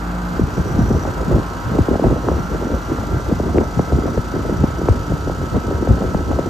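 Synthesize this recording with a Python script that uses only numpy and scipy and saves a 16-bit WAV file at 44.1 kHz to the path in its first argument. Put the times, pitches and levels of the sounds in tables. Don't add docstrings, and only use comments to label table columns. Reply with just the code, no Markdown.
import sys
import numpy as np
from scipy.fft import rfft, irfft, next_fast_len
from scipy.io import wavfile
from scipy.ndimage import map_coordinates

SR = 44100
rng = np.random.default_rng(int(sys.argv[2]) if len(sys.argv) > 2 else 0)


def put_to_file(sound):
    columns = np.atleast_2d(sound).T
    safe = np.clip(columns, -1, 1)
    whole_steps = np.round(safe * 32767)
    wavfile.write(sys.argv[1], SR, whole_steps.astype(np.int16))


N = 286209

SHAFT_HZ = 59.265
HISS_SHELTER = 0.31
# peak t/s, length t/s (between the points 6 dB down),
# relative buffet level/dB, relative flutter level/dB
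GUSTS = [(0.435, 0.093, -18, -46), (0.595, 0.047, -14.5, -25), (0.707, 0.093, -20, -28.5),
         (0.815, 0.094, -13.5, -24), (0.946, 0.078, -12, -21.5), (1.072, 0.079, -21.5, -21.5),
         (1.216, 0.044, -25, -21), (1.351, 0.13, -17, -19), (1.672, 0.024, -22.5, -36),
         (1.772, 0.1, -19.5, -21.5), (1.937, 0.054, -15, -17), (2.065, 0.068, -13, -15.5),
         (2.129, 0.036, -16, -18), (2.184, 0.047, -24, -22), (2.301, 0.074, -21, -16.5),
         (2.342, 0.035, -14.5, -24), (2.39, 0.04, -23, -19), (2.554, 0.065, -21.5, -21.5),
         (2.655, 0.092, -24.5, -22), (2.739, 0.057, -20, -18.5), (2.932, 0.063, -21, -21.5),
         (3.017, 0.048, -23, -24.5), (3.138, 0.089, -19.5, -27.5), (3.313, 0.054, -20, -19.5),
         (3.414, 0.011, -16.5, -23), (3.473, 0.073, -21.5, -21), (3.61, 0.087, -22.5, -18),
         (3.796, 0.061, -14.5, -26.5), (3.96, 0.074, -16, -24), (4.082, 0.15, -22, -21.5),
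         (4.186, 0.032, -15, -22.5), (4.379, 0.083, -22, -21), (4.509, 0.094, -21, -21.5),
         (4.647, 0.11, -17.5, -26.5), (4.82, 0.087, -20, -25.5), (4.938, 0.15, -21, -26.5),
         (5.128, 0.051, -20, -23), (5.3, 0.1, -19.5, -31), (5.43, 0.11, -23, -35),
         (5.567, 0.048, -14, -19.5), (5.748, 0.2, -22, -25), (5.918, 0.055, -9, -20.5),
         (6.05, 0.14, -21, -23), (6.187, 0.16, -21, -25.5), (6.321, 0.062, -17.5, -19),
         (6.47, 0.26, -23.5, -25.5)]


def amp(db):
    return 10 ** (np.asarray(db) / 20)


def unit(x):
    return x / np.sqrt(np.mean(x ** 2) + 1e-20)


def along(points, hz):
    f, v = np.transpose(points)
    return np.interp(np.log(hz + 1), np.log(f + 1), v)


def wobble(rate):
    coarse = np.linspace(0, N, 4096)
    knots = rng.standard_normal(2048)
    curve = map_coordinates(knots, [coarse * rate / SR], mode="wrap")
    return np.interp(np.arange(N), coarse, curve)


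def filtered(x, response):
    m = next_fast_len(N + SR // 2)
    hz = np.fft.rfftfreq(m, 1 / SR)
    return irfft(rfft(x, m) * response(hz), m)[..., :N]


def panned(pan_db):
    return amp(np.array([[.5], [-.5]]) * pan_db)


def phase_shifted(x, lead):
    return filtered(x, lambda hz: np.exp(1j * np.array([[.5], [-.5]]) * along(lead, hz)))


def rush(spectrum, alike):
    def colour(hz):
        turn = np.arccos(np.clip(along(alike, hz), -1, 1)) / 2
        return amp(along(spectrum, hz)) * [np.cos(turn), np.sin(turn)]

    mid, side = filtered(rng.standard_normal((2, N)), colour)
    return unit(np.array([mid + side, mid - side]))


def rotation(hz, drift):
    return np.cumsum(hz * (1 + drift * wobble(3.096))) / SR


def line(turns, level_db, waver_db):
    phase = 2 * np.pi * (turns % 1 + rng.random())
    strength = np.sqrt(2) * amp(level_db + waver_db * wobble(6))
    return strength * np.sin(phase.astype(np.float32))


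def beside_db():
    shelter_db, rise_s = -6, 0.3
    return shelter_db / (1 + (np.arange(N) / SR / rise_s) ** 8)


def whine(shaft):
    # shaft order, level/dB without a swell
    orders = [(3, -39.5), (4, -43.5), (5, -43), (6, -44.5), (9, -51), (11, -49.5), (12, -53.5), (13, -57),
              (14, -57), (15, -50), (16, -47), (17, -54), (18, -51.5), (19, -65), (20, -58), (21, -52),
              (22, -48.5), (22.5, -50), (23, -50.5), (24, -49), (25, -53), (26, -48.5), (27, -48),
              (29, -68.5), (68, -66), (70, -68), (96.5, -62.5), (97, -67)]
    # shaft order, lower t/s, upper t/s, boost level/dB
    swells = [(3, 0, 0.39, 12.5), (4, -0.5, 0.53, 6), (5, 0, 0.38, 6.5), (12, 3, 4, 8), (13, -3, 2.1, 8.5),
              (14, -3, 3.9, 11), (16, 1.1, 2.4, 4), (17, -2, 1.43, 6), (18, 1.2, 2.33, 9),
              (20, -0.5, 3.6, 12), (22, 0.9, 2.4, 7.5), (22, 3.5, 7, 10), (23, 2.3, 3.3, 11.5),
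              (24, 1, 0.85, 10), (29, 1, 0.36, 17)]
    # f/Hz, left-right level/dB
    whine_pan = [(700, -0.5), (1000, -6), (1400, -3.5), (2500, 0)]
    # f/Hz, left lead/rad
    whine_phase = [(900, -.1), (1350, -.8), (1540, -1.5), (1600, -2.5), (1720, -.3)]
    fade_s = 0.17
    t = np.arange(N) / SR
    out = np.zeros(N)
    for k, db in orders:
        order = round(2 * k) / 2
        boost_db = 0
        for which, lower, upper, boost in swells:
            if round(which) == order:
                inside = np.clip(.5 + np.minimum(t - lower, upper - t) / fade_s, 0, 1)
                boost_db = boost_db + boost * inside
        out += line(order * shaft, db + boost_db, waver_db=2.3 * amp(-boost_db))
    return filtered(phase_shifted(out, whine_phase), lambda hz: panned(along(whine_pan, hz)))


def shell_buzz(shaft, size=8192, count=5):
    # f/Hz, relative level/dB of each line
    shell = [(1650, -70), (2000, -60.5), (2300, -73), (2900, -63.5), (3600, -72.5), (4200, -73),
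             (4800, -64), (5200, -91), (5780, -69.5), (6200, -69.5), (7200, -97)]
    k = np.arange(size // 2 + 1)
    hz = k * SHAFT_HZ / 2
    level_db = along(shell, hz) - 7 * (k % 2)
    inside = (hz > shell[0][0]) & (hz < shell[-1][0])
    scatter = rng.standard_normal((count, 3, len(k), 2)) @ [1, 1j] / np.sqrt(2)
    ears = (scatter[:, :1] + 0.86 * scatter[:, 1:]) * amp(level_db) * inside
    cycles = irfft(ears, size) * size / 2
    place = (shaft / 2 % 1 * size).astype(int)
    position = np.linspace(0, count - 1, N)
    buzz = np.zeros((2, N))
    for i, cycle in enumerate(cycles):
        share = np.sqrt(np.clip(1 - abs(position - i), 0, 1))
        buzz += cycle[:, place] * share
    return amp(HISS_SHELTER * beside_db()) * panned(4.2) * buzz


def fan_and_hiss(shaft):
    # f/Hz, relative spectral density level/dB per Hz
    fan_band = [(30, -6), (100, 10.5), (300, 0.5), (700, 1.5), (1100, 1), (1350, 2), (1580, 1.5),
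                (1720, -9), (2200, -14.5), (3000, -19.5), (6000, -32), (14000, -31)]
    # f/Hz, relative spectral density level/dB per Hz
    hiss_band = [(1500, -23), (2700, 3.5), (4600, 2.5), (5350, 3), (5800, -3), (6450, 1), (6850, 6),
                 (7400, -4), (8500, 2), (9500, -4), (11400, -7), (13800, -9.5), (15000, -31)]
    # f/Hz, relative spectral density level/dB per Hz
    ring_band = [(4900, -33.5), (5550, -8.5), (5780, 0.5), (6050, -5.5), (6700, -24)]
    # t/s, relative level/dB
    ring_course = [(0.25, -61), (0.45, -46.5), (1.0, -40), (1.2, -54), (1.8, -53), (2.4, -48), (6.49, -48)]
    # f/Hz, left-right correlation
    unit_alike = [(100, .85), (700, .65), (1100, .15), (1600, .4), (2050, .85), (3200, .85), (5200, .55),
                  (6700, .97), (8500, .75), (9050, 1), (10750, 1), (12000, .93)]
    # f/Hz, left-right level/dB
    unit_pan = [(300, 3.5), (900, 1), (1250, -4.5), (1600, -0.5), (1730, 4), (2100, -1), (3200, 2),
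                (4100, 3.5), (5300, 2), (7000, 0.5)]
    flutter_hz = 27.92
    recede_db = 3

    unrest_db = 0.5 * wobble(2.2) + 1.0 * wobble(22)
    fan_db = -31.0 - recede_db * np.linspace(-.5, .5, N) + unrest_db
    fan = amp(fan_db) * rush(fan_band, unit_alike)

    beat = 2 * np.pi * rotation(flutter_hz, drift=0.0077)
    flutter_db = 2.03 * (1 + 0.19 * wobble(3.27)) * (np.sin(beat) + 0.47 * np.sin(2 * beat))
    stroke_db = 0.83 * np.cos(2 * np.pi * shaft) + 1.0 * np.cos(4 * np.pi * shaft)

    hiss_db = -46.0 + HISS_SHELTER * beside_db() + 0.6 * wobble(12)
    hiss = amp(hiss_db) * rush(hiss_band, unit_alike)
    ring_s, ring_db = np.transpose(ring_course)
    ring_db = np.interp(np.arange(N) / SR, ring_s, ring_db) - 6.5 + 3.3 * wobble(120)
    ring = amp(ring_db) * rush(ring_band, unit_alike)
    noise = fan + amp(flutter_db + stroke_db) * (hiss + ring)
    return filtered(noise, lambda hz: panned(along(unit_pan, hz)))


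def fan_drone():
    drone_hz, drone_db = 53.3, -33
    return line(drone_hz * np.arange(N) / SR, drone_db - beside_db(), waver_db=0.5)


def gusts():
    # f/Hz, relative spectral density level/dB per Hz
    buffet_band = [(15, -29), (30, -18.5), (50, -4.5), (70, -0.5), (100, -5), (160, -8), (250, -17.5),
                   (500, -26.5), (1200, -104.5)]
    # f/Hz, relative spectral density level/dB per Hz
    flutter_band = [(60, -32), (150, -3), (260, 4.5), (420, 1.5), (650, -3), (1000, -13), (2000, -27.5),
                    (4000, -98)]
    # f/Hz, left-right correlation
    air_alike = [(50, 1), (150, 0.77), (400, 0.79), (900, 0.29)]
    calm_buffet_db, calm_flutter_db = -29.5, -34.5
    flutter_lead_s = 0.0075
    _, _, buffet_db, flutter_db = np.transpose(GUSTS)

    lumps = amp(2.5 * wobble(35))
    buffet = amp(0.6) * unit(lumps * rush(buffet_band, air_alike))
    churn = amp(-4) * unit(amp(4.7 * wobble(90)) * rush(flutter_band, air_alike))
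    flutter = churn + amp(-1) * small_eddies(pitch_hz=569, scatter_db=4.5)
    deep = gust_strength(buffet_db, calm_buffet_db, 0) * buffet
    fine = gust_strength(flutter_db, calm_flutter_db, flutter_lead_s) * flutter
    return amp(beside_db()) * (deep + fine)


def gust_strength(levels_db, calm_db, lead_s):
    t = np.arange(0, N, 64) / SR
    power = amp(calm_db) ** 2
    for (s, length, *_), db in zip(GUSTS, levels_db):
        power = power + amp(db) ** 2 * np.exp(-5.5 * ((t + lead_s - s) / length) ** 2)
    return np.interp(np.arange(N) / SR, t, np.sqrt(power))


def small_eddies(pitch_hz, scatter_db, count=640):
    times = (np.arange(count) + rng.random(count)) / count * (N - 1) / SR
    size, pitch, life = np.clip(rng.standard_normal((3, count)), -2, 2)
    pitches = pitch_hz * np.exp(.3 * pitch)
    lengths = 3.02 * np.exp(0.17 * life)
    return unit(eddies(zip(times, scatter_db * size, pitches, lengths)))


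def strong_eddies():
    eddy_rows = [(0.394, -6.5, 484, 3.15), (0.412, -7.5, 246, 2.4), (0.429, -8.5, 180, 2.4),
                 (0.788, -7, 300, 2.7), (0.81, -10.5, 300, 4.7), (0.904, -11, 616, 6.1),
                 (0.911, -8, 580, 2.3), (1.295, -16.5, 680, 11), (1.312, -12, 700, 2.4),
                 (1.361, -10.5, 780, 7.1), (1.383, -11, 500, 2), (1.786, -5.5, 830, 4.6),
                 (1.8, -6.5, 151.5, 2.5), (1.884, -8.5, 855, 4.7), (1.91, -17, 677, 4),
                 (1.955, -9, 1060, 3.7), (1.995, -10, 950, 3.2), (2.037, -16, 594, 2.4),
                 (2.041, -5.5, 790, 1.84), (2.11, -14, 1040, 4.7), (2.067, -17, 420, 3),
                 (2.127, -6.5, 496, 1.4), (2.2855, -8.5, 1940, 5.2), (2.72, -15, 460, 2.2),
                 (3.144, -13.5, 500, 2.1), (3.288, -13, 420, 2.4), (3.32, -8, 465, 3.8),
                 (3.399, -12, 860, 4.2), (3.544, -10, 630, 4.6), (3.574, -7, 896, 4.3),
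                 (3.583, -11.5, 2870, 2.6), (3.585, -4, 570, 2.44), (3.793, -7, 1800, 5.7),
                 (3.922, -10.5, 1000, 5), (3.985, -7.5, 488, 2.8), (4.056, -11.5, 480, 2.3),
                 (4.079, -13, 910, 2.4), (4.176, -10, 940, 3.4), (4.638, -3.5, 334, 2.17),
                 (4.638, -7, 830, 3.5), (4.885, -12.5, 2220, 2.2), (4.886, -3.5, 800, 3.1),
                 (4.894, -5.5, 144, 3.2), (5.12, -16.5, 900, 3.2), (5.134, -12, 208, 2.6),
                 (5.273, -13.5, 990, 4.8), (5.297, -13, 970, 3.9), (5.542, -16.5, 900, 6.8),
                 (5.573, -11.5, 422, 4), (5.823, -12, 770, 4.6), (5.873, -9.5, 1110, 3.6),
                 (6.021, -13, 980, 2.4), (6.146, -10, 1130, 3.1), (6.15, -6.5, 250, 1.9),
                 (6.388, -11, 1200, 4.1), (6.392, -4, 484, 1.83)]
    return panned(1.8) * eddies(eddy_rows)


def eddies(rows, ragged=0.31, spread=0.95):
    base_slowing, slowing_hz = 0.2704, 9960
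    top_hz = 2700
    t = np.arange(SR // 14) / SR
    out = np.zeros((2, N + len(t)))
    for s, db, hz, length in rows:
        slowing = base_slowing + hz / slowing_hz
        cycles = np.log1p(slowing * hz * t) / slowing
        stereo_angle = np.array([[.5], [-.5]]) * spread * rng.uniform(-0.85, 1)
        phase = 2 * np.pi * rng.random() + stereo_angle
        grit = map_coordinates(rng.standard_normal(40), [3 * cycles], mode="nearest")
        swell = abs(np.sin(np.pi * np.minimum(cycles / length, 1))) ** 0.72
        swings = np.sin(2 * np.pi * cycles + phase) + ragged * grit
        start = round(s * SR)
        out[:, start:start + len(t)] += amp(db) * swell * swings
    return filtered(out[:, :N], lambda hz: 1 / np.sqrt(1 + (hz / top_hz) ** 10))


def scene():
    # f/Hz, left lead/rad
    unit_phase = [(900, -.1), (1550, -2.4), (1800, -.1), (3000, 1.1), (5700, -.65), (7200, 0), (8500, -1.8),
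                  (9050, -3.14), (10750, -3.14), (11300, -5.6), (13500, -6.3), (14900, -8.4)]
    shaft = rotation(SHAFT_HZ, drift=0.000406)
    noise = phase_shifted(shell_buzz(shaft) + fan_and_hiss(shaft), unit_phase)
    wind = gusts() + strong_eddies()
    return whine(shaft) + noise + fan_drone() + wind


def record(dry):
    corner_hz, top_hz = 30, 14900
    thin = filtered(dry, lambda hz: hz ** 2 / np.sqrt(hz ** 4 + corner_hz ** 4))
    rounded = thin / (1 + abs(thin / .95) ** 6) ** (1 / 6)
    return filtered(rounded, lambda hz: hz < top_hz)


dry = scene()
out = record(dry)
put_to_file(out)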